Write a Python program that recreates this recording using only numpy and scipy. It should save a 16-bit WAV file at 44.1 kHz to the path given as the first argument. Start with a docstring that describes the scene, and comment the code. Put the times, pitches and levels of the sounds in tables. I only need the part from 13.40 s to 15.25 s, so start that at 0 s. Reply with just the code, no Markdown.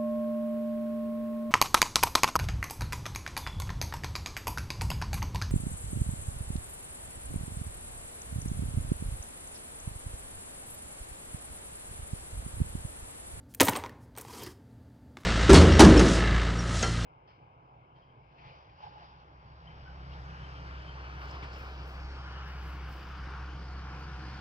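"""In a small, faintly humming room, a steel clip of rifle cartridges drops onto flat cardboard close by.
It bounces, rattles and settles; a hand slides it across the board, then taps the carton beside it.
Each contact knocks the board and clacks the steel, and the brass cases ping against each other.
The slide is a stream of tiny slips of metal on fibre that make board and steel sing."""
import sys
import numpy as np
from scipy import signal
from scipy.fft import rfft, irfft
from scipy.io import wavfile
from scipy.ndimage import uniform_filter1d

SR = 44100
rng = np.random.default_rng(int(sys.argv[2]) if len(sys.argv) > 2 else 0)


def file_out(sig):
    """Save sig as 16-bit WAV at sys.argv[1]."""
    # one column per channel
    cols = np.atleast_2d(sig).T
    # limit, then scale
    lim = np.clip(cols, -1, 1)
    pcm = np.round(lim * 32767).astype(np.int16)
    wavfile.write(sys.argv[1], SR, pcm)


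N = 81585
T = np.arange(N) / SR
HIT_T = T[:4096]

# room tone spectrum: freq_hz, level_db
AIR_EQ = [(15, -42), (25, -8.5), (102, 1.5), (145, -7.5), (170, -14.5), (256, -7.5), (344, -16.5),
          (516, -17), (863, -25), (1020, -30.5), (1610, -30), (2410, -40), (4740, -41), (5140, -44.5),
          (16000, -50.5)]
# appliance hum and whine: pitch_hz, level_db
HUM_TONES = [(59.5, -63.5), (78, -63), (119.5, -59), (165, -67), (212, -67.5), (249, -63), (287, -67),
             (887, -77), (4720, -90)]
# reverb bands: low_hz, high_hz, t60_s, level_db
ROOM_TAILS = [(30, 1600, .69, -14), (1800, 8000, .33, -16), (8000, 18000, .25, -14.5)]

# skin over brass: centre_s, level_db, width_s
BRUSHES = [(0.117, -66.5, 0.022), (.632, -71, 0.026), (1.32, -82, .04), (1.81, -69.5, 0.015)]
# its hiss: freq_hz, level_db
BRUSH_EQ = [(1500, -14), (5000, 0), (11000, 0), (16000, -7.5)]
# finger taps on the carton: start_s, level_db
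TAPS = [(1.7706, -38.5), (1.773, -47.5), (1.835, -49.5), (1.8478, -45.5)]
# fingers rubbing the carton: time_s, level_db
RUB_ENVELOPE = [(1.765, -79), (1.778, -57), (1.80, -61.5), (1.85, -62.5)]
# the carton's papery tone: freq_hz, level_db
CARTON_EQ = [(120, -19), (300, -10.5), (600, -1), (1400, 1), (2200, -5.5), (4000, -9.5), (7000, -14.5),
             (10000, -23.5), (16000, -31)]
# its panels: pitch_hz, level_db, t60_s
CARTON_MODES = [(1215, -8, 0.045), (1570, -4, .009), (2180, -0.5, 0.014), (3490, -5, 0.017)]
# its flap giving way: centre_s, level_db, pitch_hz
FLAPS = [(1.7752, -47, 850), (1.7751, -48, 258), (1.7833, -47.5, 330)]

# pressure and speed of the slide: time_s, level_db
SLIDE_ENVELOPE = [(.75, -80), (.785, -53), (.83, -61), (.875, -57), (.93, -48), (.97, -49), (1.03, -49),
                  (1.072, -52.5), (1.09, -55.5), (1.125, -59), (1.16, -101)]
# metal scraping cardboard: freq_hz, level_db
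SCRAPE_EQ = [(120, -54), (200, -5), (249, -4), (328, -5), (432, 1.5), (623, -16.5), (968, -5),
             (1560, -17.5), (2860, -19.5), (3190, -19.5), (3970, -20), (4950, -17), (12600, -24),
             (14100, -25), (16000, -38)]
# how hard the slide makes the parts sing: time_s, level_db
SING_ENVELOPE = [(.86, -57.5), (.99, -57), (1.03, -49.5), (1.07, -48), (1.10, -58), (1.14, -79)]
# the resonances that sing: pitch_hz, level_db, t60_s
SING_MODES = [(393, 12, 0.041), (960, -17, 0.023), (2100, -20, 0.011), (3270, -0.5, 0.02), (5060, 1, 0.006)]
# the board's groan as the slide ends: time_s, pitch_hz, level_db
GROAN = [(1.005, 463.6, -78), (1.027, 434, -40), (1.05, 378.3, -56), (1.074, 350.4, -47.5),
         (1.10, 345, -68)]
# edges catching: centre_s, level_db, width_s, pitch_hz
RASPS = [(.94, -59, 0.0064, 5100), (0.94, -60.5, 0.013, 1300), (1.018, -52.5, 0.0081, 3370),
         (1.039, -50.5, 0.0086, 5100), (1.04, -66, 0.011, 6330), (1.065, -55.5, 0.016, 5100),
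         (1.071, -56.5, 0.022, 1904)]

# loose cartridges shivering: time_s, level_db
CHATTER_ENVELOPE = [(.2, -41), (.214, -26.5), (.24, -41.5), (.275, -58), (.293, -35), (.312, -65),
                    (.37, -52.5), (.41, -62), (.47, -81), (.53, -76)]
# ring of a brass case: pitch_hz, level_db, t60_s
CASE_MODES = [(8150, -8.5, 0.021), (8640, -5, .022), (11300, -7.5, 0.011), (14100, -3, .018)]
# case tapping case: start_s, level_db, pitch_hz
PINGS = [(0.138, -53, 14300), (0.1463, -34.5, 14300), (0.2477, -24, 14200), (0.249, -33, 8270),
         (.2545, -24, 14150), (0.265, -31, 8460), (.2695, -39, 14000), (.3095, -48, 14200),
         (0.309, -41, 8200), (.3228, -50, 14250), (.3405, -51, 14300), (.3617, -42, 14100),
         (0.361, -32.5, 8520), (0.3697, -29.5, 8580), (.386, -50, 14400), (.3865, -45, 8900),
         (.395, -53, 14200), (0.492, -58, 14330), (.764, -48.5, 8150), (0.774, -41, 8700),
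         (.783, -33.5, 14300), (0.7821, -35, 8730), (0.8145, -43, 11170), (.985, -44.5, 8150),
         (1.0346, -37, 14230)]

# the full weight landing: start_s, level_db
LANDINGS = [(.2085, -15.5), (0.2867, -29)]
# the board as a drum: pitch_hz, level_db, t60_s
BOARD_MODES = [(204.4, -6, 0.044), (278.3, -2.5, 0.21), (324, 0.5, 0.03), (436.4, -4, 0.044),
               (506.6, -4, 0.09), (566.5, -14.5, 0.14), (647.3, -11.5, 0.18), (733, -16, 0.11),
               (809, -17.5, 0.052), (927, -12, 0.073), (978, -14.5, 0.034), (1080, -19.5, 0.041),
               (1263, -10, 0.12)]
# short low thuds of the board during the landing and bounces: centre_s, level_db, pitch_hz
THUDS = [(0.212, -20.5, 320), (0.29, -26.5, 218), (0.306, -32.5, 115), (.364, -36.5, 277), (0.411, -39, 91)]

# steel hitting the board: start_s, knock_db, clack_db, tick_db
CONTACTS = [(0.139, -82, -54.5, -50), (0.147, -65, -47.5, -39.5), (0.1995, -23, -16.5, -43),
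            (.2029, -35, -48, -30), (0.2053, -16, -11.5, -15.5), (0.2081, -21.5, -29, -21.5),
            (.21, -19, -20, -29), (0.2127, -44, -25, -17.5), (0.214, -28, -17, -21), (.2305, -38, -53, -25),
            (.2492, -57, -51, -34), (0.2536, -51, -55, -33), (.263, -49, -52, -39.5),
            (0.2693, -27.5, -38, -29), (0.2745, -36, -29, -33), (0.2825, -44, -20, -39),
            (.284, -29, -23, -30), (.286, -24, -29, -26), (0.29, -31, -30, -29), (0.2942, -30.5, -34, -26),
            (0.2982, -38, -42, -42), (0.3084, -49, -57, -56), (0.3214, -28.5, -44, -60),
            (0.3336, -39.5, -33, -52), (0.3514, -47, -38.5, -62), (0.3543, -28.5, -33.5, -61),
            (0.3589, -34, -34.5, -48), (.3625, -32.5, -30.5, -38), (.37, -28, -40, -38),
            (.387, -35.5, -46, -60), (0.398, -43.5, -46, -68), (0.4377, -34.5, -34.5, -66),
            (0.4463, -37, -45.5, -83), (0.4549, -41, -48, -77), (.461, -35.5, -39.5, -74),
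            (.494, -47, -49.5, -59), (0.752, -49, -56.5, -75), (.764, -55, -50.5, -56),
            (0.7745, -35, -45.5, -40.5), (0.784, -45.5, -44.5, -44), (0.7883, -41.5, -47.5, -66),
            (.798, -67, -49, -51), (0.808, -72, -60, -50), (0.8115, -60, -52, -39), (.819, -44.5, -56, -49),
            (0.8494, -42.5, -50.5, -70), (0.8978, -43, -71, -63), (1.022, -49.5, -49, -48),
            (1.0336, -52, -53, -40.5), (1.0633, -52, -40.5, -47)]
# cardboard body of a hit: freq_hz, level_db
KNOCK_EQ = [(100, -19), (260, -6), (480, 2.5), (700, -6.5), (980, -6), (1400, -9.5), (2100, -15),
            (4000, -34)]
# its metal bite: freq_hz, level_db
CLACK_EQ = [(600, -19), (1400, -3.5), (1950, 3.5), (3000, -4), (3600, -4), (6300, -7), (8000, -15),
            (16000, -32.5)]
# its treble edge: freq_hz, level_db
TICK_EQ = [(3000, -28.5), (6000, -3), (8500, -1.5), (11000, -1), (12800, -5.5), (14200, -0.5), (16000, -8)]
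# the board's hollow note: pitch_hz, level_db, t60_s
HOLLOW_MODES = [(469, -7, 0.012), (860, -5, .025), (985, 2.5, .03)]
# the loaded steel strip: pitch_hz, level_db, t60_s
STRIP_MODES = [(1850, -0.5, .022), (2151, 3.5, 0.018), (2500, -3.5, 0.031), (2826, -0.5, .018),
               (3180, 1, 0.019), (4027, 0.5, 0.017), (4560, -5, .012), (6280, -3.5, 0.016)]
# notes of board or strip picked out by the struck spot: start_s, level_db, pitch_hz, t60_s
SPOT_NOTES = [(0.2076, -14, 447, .017), (.2285, -19.5, 600, 0.038), (.2835, -16.5, 967, 0.025),
              (.295, -25, 885, 0.033), (0.3591, -29, 1150, 0.045), (.3695, -29, 790, 0.024),
              (.4385, -28.5, 870, 0.02), (0.4609, -39, 1039, 0.068), (0.4943, -36, 1817, 0.015),
              (.776, -38, 1026, 0.017), (0.8976, -38.5, 983, 0.034), (1.0225, -39.5, 934, 0.051)]


def amp(db):
    """Decibels to gain."""
    return 10 ** (np.asarray(db) / 20)


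def unit(x):
    """Scale to rms 1."""
    return x / np.sqrt(np.mean(x ** 2) + 1e-20)


def add(out, start_s, x):
    """Mix x into out from start_s on."""
    i = min(max(int(start_s * SR), 0), N)
    out[i:i + len(x)] += x[:N - i]


def curve(points):
    """A fader ride through (time_s, level_db) points, silent outside them."""
    s, db = np.array(points).T
    return amp(np.interp(T, s, db, left=-200, right=-200))


def swell(centre_s, db, width_s):
    """A bell-shaped fade in and out."""
    return amp(db) * np.exp(-((T - centre_s) / width_s) ** 2)


def attack(rise_s, t=HIT_T):
    """A quick fade in."""
    return 1 - np.exp(-t / rise_s)


def decay(t60_s, t=HIT_T):
    """A fade out that loses 60 dB in t60_s."""
    return np.exp(-np.log(1000) * t / t60_s)


def colour(x, eq, size=4096):
    """Minimum-phase EQ through (freq_hz, level_db) points; white noise keeps its power."""
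    hz, db = np.array(eq).T
    bins_hz = np.maximum(np.arange(size // 2 + 1) * SR / size, 1)
    cepstrum = irfft(np.log(amp(np.interp(np.log(bins_hz), np.log(hz), db))))
    cepstrum[1:size // 2] *= 2
    cepstrum[size // 2 + 1:] = 0
    impulse = irfft(np.exp(rfft(cepstrum)))
    return signal.fftconvolve(x, impulse / np.linalg.norm(impulse))[:len(x)]


def burst(fall_s, passes=6):
    """A dying crunch of tiny contacts, even in spectrum, starting near rms 1."""
    env = np.exp(-HIT_T / fall_s)
    x = rng.standard_normal(len(env)) * env
    for _ in range(passes):
        flat = unit(irfft(np.exp(1j * np.angle(rfft(x)))))
        x = np.clip(flat * np.sqrt(np.mean(env ** 2)), -2 * env, 2 * env)
    return x


def grains(per_s, spread_db):
    """Random tiny impacts of uneven size, rms 1."""
    hits = (rng.random(N) < per_s / SR) * np.sign(rng.standard_normal(N))
    return unit(hits * amp(spread_db * np.minimum(rng.exponential(size=N), np.pi)))


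def ring(hz, t60_s, t=HIT_T):
    """One decaying mode."""
    return np.sin(2 * np.pi * hz * t) * decay(t60_s, t)


def strike(modes, detune, scatter_db):
    """Modes struck at a random spot: pitch and strength of each vary."""
    chance = rng.standard_normal((len(modes), 2))
    return sum(amp(db + scatter_db * force) * ring(hz * (1 + detune * bend), t60)
               for (hz, db, t60), (bend, force) in zip(modes, chance))


def sing(x, modes):
    """Drive modes with x; white noise keeps its power."""
    impulse = sum(amp(db) * ring(hz, t60) for hz, db, t60 in modes)
    return signal.fftconvolve(x, impulse / np.linalg.norm(impulse))[:N]


def thud(centre_s, db, hz, width_cycles=1.3):
    """One short, dead swing of cardboard."""
    return np.sin(2 * np.pi * hz * (T - centre_s)) * swell(centre_s, db, width_cycles / hz)


def background(air_db=-54.5):
    """The bed: low room tone and the hum of an appliance."""
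    hum = sum(amp(db) * np.sqrt(2) * np.sin(2 * np.pi * (hz * T + rng.random())) for hz, db in HUM_TONES)
    air = colour(rng.standard_normal(2 * N), AIR_EQ)[N:]
    return hum + amp(air_db) * unit(air)


def room(x, build_s=.024):
    """Add the reverb of a small room whose treble dies sooner than its bass."""
    out = x
    build = 1 - np.exp(-(T / build_s) ** 2)
    for low, high, t60, db in ROOM_TAILS:
        noise = rng.standard_normal(N) * decay(t60, T) * build
        band = signal.butter(2, [low, high], "band", fs=SR, output="sos")
        tail = signal.sosfilt(band, noise / np.linalg.norm(noise))
        out = out + amp(db) * signal.fftconvolve(x, tail)[:N]
    return out


def fingers():
    """Skin brushes softly over the cartridges."""
    env = sum(swell(s, db, width) for s, db, width in BRUSHES)
    return colour(rng.standard_normal(N) * env, BRUSH_EQ)


def carton(panel_db=-3):
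    """Fingers rub and tap the carton; its panels ring and its flap gives way."""
    touch = grains(per_s=2500, spread_db=3.7) * curve(RUB_ENVELOPE)
    panels = np.zeros(N)
    for s, db in TAPS:
        add(touch, s, amp(db) * burst(fall_s=.0018))
        add(panels, s, amp(db + panel_db) * strike(CARTON_MODES, detune=.014, scatter_db=.5))
    return colour(touch, CARTON_EQ) + panels + sum(thud(s, db, hz) for s, db, hz in FLAPS)


def rasps(slips, t60_cycles=15):
    """Wherever an edge catches, the slips briefly drive one resonance."""
    return sum(sing(slips * swell(s, db, width), [(hz, 0, t60_cycles / hz)])
               for s, db, width, hz in RASPS)


def groan():
    """The board groans, falling in pitch as the steel comes to rest."""
    s, hz, db = np.array(GROAN).T
    phase = 2 * np.pi * np.cumsum(np.interp(T, s, hz)) / SR
    return np.sin(phase) * curve(np.c_[s, db])


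def slide(scrape_db=3, stick_db=1.5, sticks_per_s=150):
    """Metal catches on the board's fibres in tiny slips, in fits and starts; board and strip sing."""
    hold = int(SR / sticks_per_s)
    steps = np.repeat(rng.standard_normal(N // 20), hold)[:N]
    stick = amp(stick_db * uniform_filter1d(steps, hold // 3 + 1))
    slips = grains(per_s=8000, spread_db=2.5) * stick
    scrape = amp(scrape_db) * colour(slips * curve(SLIDE_ENVELOPE), SCRAPE_EQ)
    singing = sing(slips * curve(SING_ENVELOPE), SING_MODES)
    return scrape + singing + rasps(slips) + groan() * stick


def chatter(knock_db=5.5, bright_db=-14):
    """Between the blows the loose cartridges shiver against each other and the board."""
    hits = grains(per_s=520, spread_db=-1) * curve(CHATTER_ENVELOPE)
    bright = colour(hits, TICK_EQ) + sing(hits, CASE_MODES) / 2
    return colour(hits, CLACK_EQ) + amp(knock_db) * colour(hits, KNOCK_EQ) + amp(bright_db) * bright


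def pings(gain_db=5, case_db=-9, wobble_hz=150, wobble_s=.0012):
    """Brass on brass: one high ring tops the case's modes, wobbling as it buzzes on its neighbour."""
    out = np.zeros(N)
    for s, db, hz in PINGS:
        wobble = unit(uniform_filter1d(rng.standard_normal(len(HIT_T)), int(wobble_s * SR)))
        phase = 2 * np.pi * np.cumsum(hz + wobble_hz * wobble) / SR
        tone = np.sin(phase) * decay(t60_s=.019)
        case = amp(case_db) * strike(CASE_MODES, detune=.013, scatter_db=3.5)
        add(out, s, amp(db + gain_db) * (tone + case) * attack(rise_s=.0013))
    return out


def landings(thump_hz=96):
    """The falling weight drums the board, with short low thuds and a late thump from its support."""
    drum = sum(amp(db) * ring(hz, t60, T) for hz, db, t60 in BOARD_MODES) * attack(rise_s=.0018, t=T)
    thump = np.sin(2 * np.pi * thump_hz * T) * swell(centre_s=.027, db=-14, width_s=.015)
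    out = sum(thud(s, db, hz) for s, db, hz in THUDS)
    for s, db in LANDINGS:
        add(out, s, amp(db) * (drum + thump))
    return out


def contacts(bite_db=3.5, hollow_db=-7, strip_db=-9):
    """Each hit layers a cardboard knock, a steel clack and a treble tick; board and strip ring on."""
    knock, clack, tick, tones = np.zeros((4, N))
    onset = attack(rise_s=.0004)
    for s, knock_db, clack_db, tick_db in CONTACTS:
        add(knock, s, amp(knock_db) * burst(fall_s=.0074) * attack(rise_s=.004))
        add(clack, s, amp(clack_db + bite_db) * burst(fall_s=.0016) * onset)
        add(tick, s, amp(tick_db + bite_db) * burst(fall_s=.0024) * onset)
        hollow = amp(knock_db + hollow_db) * strike(HOLLOW_MODES, detune=.03, scatter_db=7)
        strip = amp(clack_db + strip_db) * strike(STRIP_MODES, detune=.054, scatter_db=4)
        add(tones, s, (hollow + strip) * onset)
    for s, db, hz, t60 in SPOT_NOTES:
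        add(tones, s, amp(db) * ring(hz, t60) * onset)
    return colour(knock, KNOCK_EQ) + colour(clack, CLACK_EQ) + colour(tick, TICK_EQ) + tones


def scene(ping_send=.35):
    """One microphone, the same in both channels; the pings stay nearly dry."""
    brass = pings()
    foley = contacts() + landings() + chatter() + slide() + carton() + fingers()
    mono = room(foley + ping_send * brass) + (1 - ping_send) * brass + background()
    return np.array([mono, mono])


def record(dry, low_cut_hz=58, high_cut_hz=15850):
    """Roll off the deep bass and cut the very top steeply."""
    thin = signal.sosfilt(signal.butter(3, low_cut_hz, "high", fs=SR, output="sos"), dry)
    return signal.sosfilt(signal.ellip(10, .2, 80, high_cut_hz, fs=SR, output="sos"), thin)


dry = scene()
out = record(dry)
file_out(out)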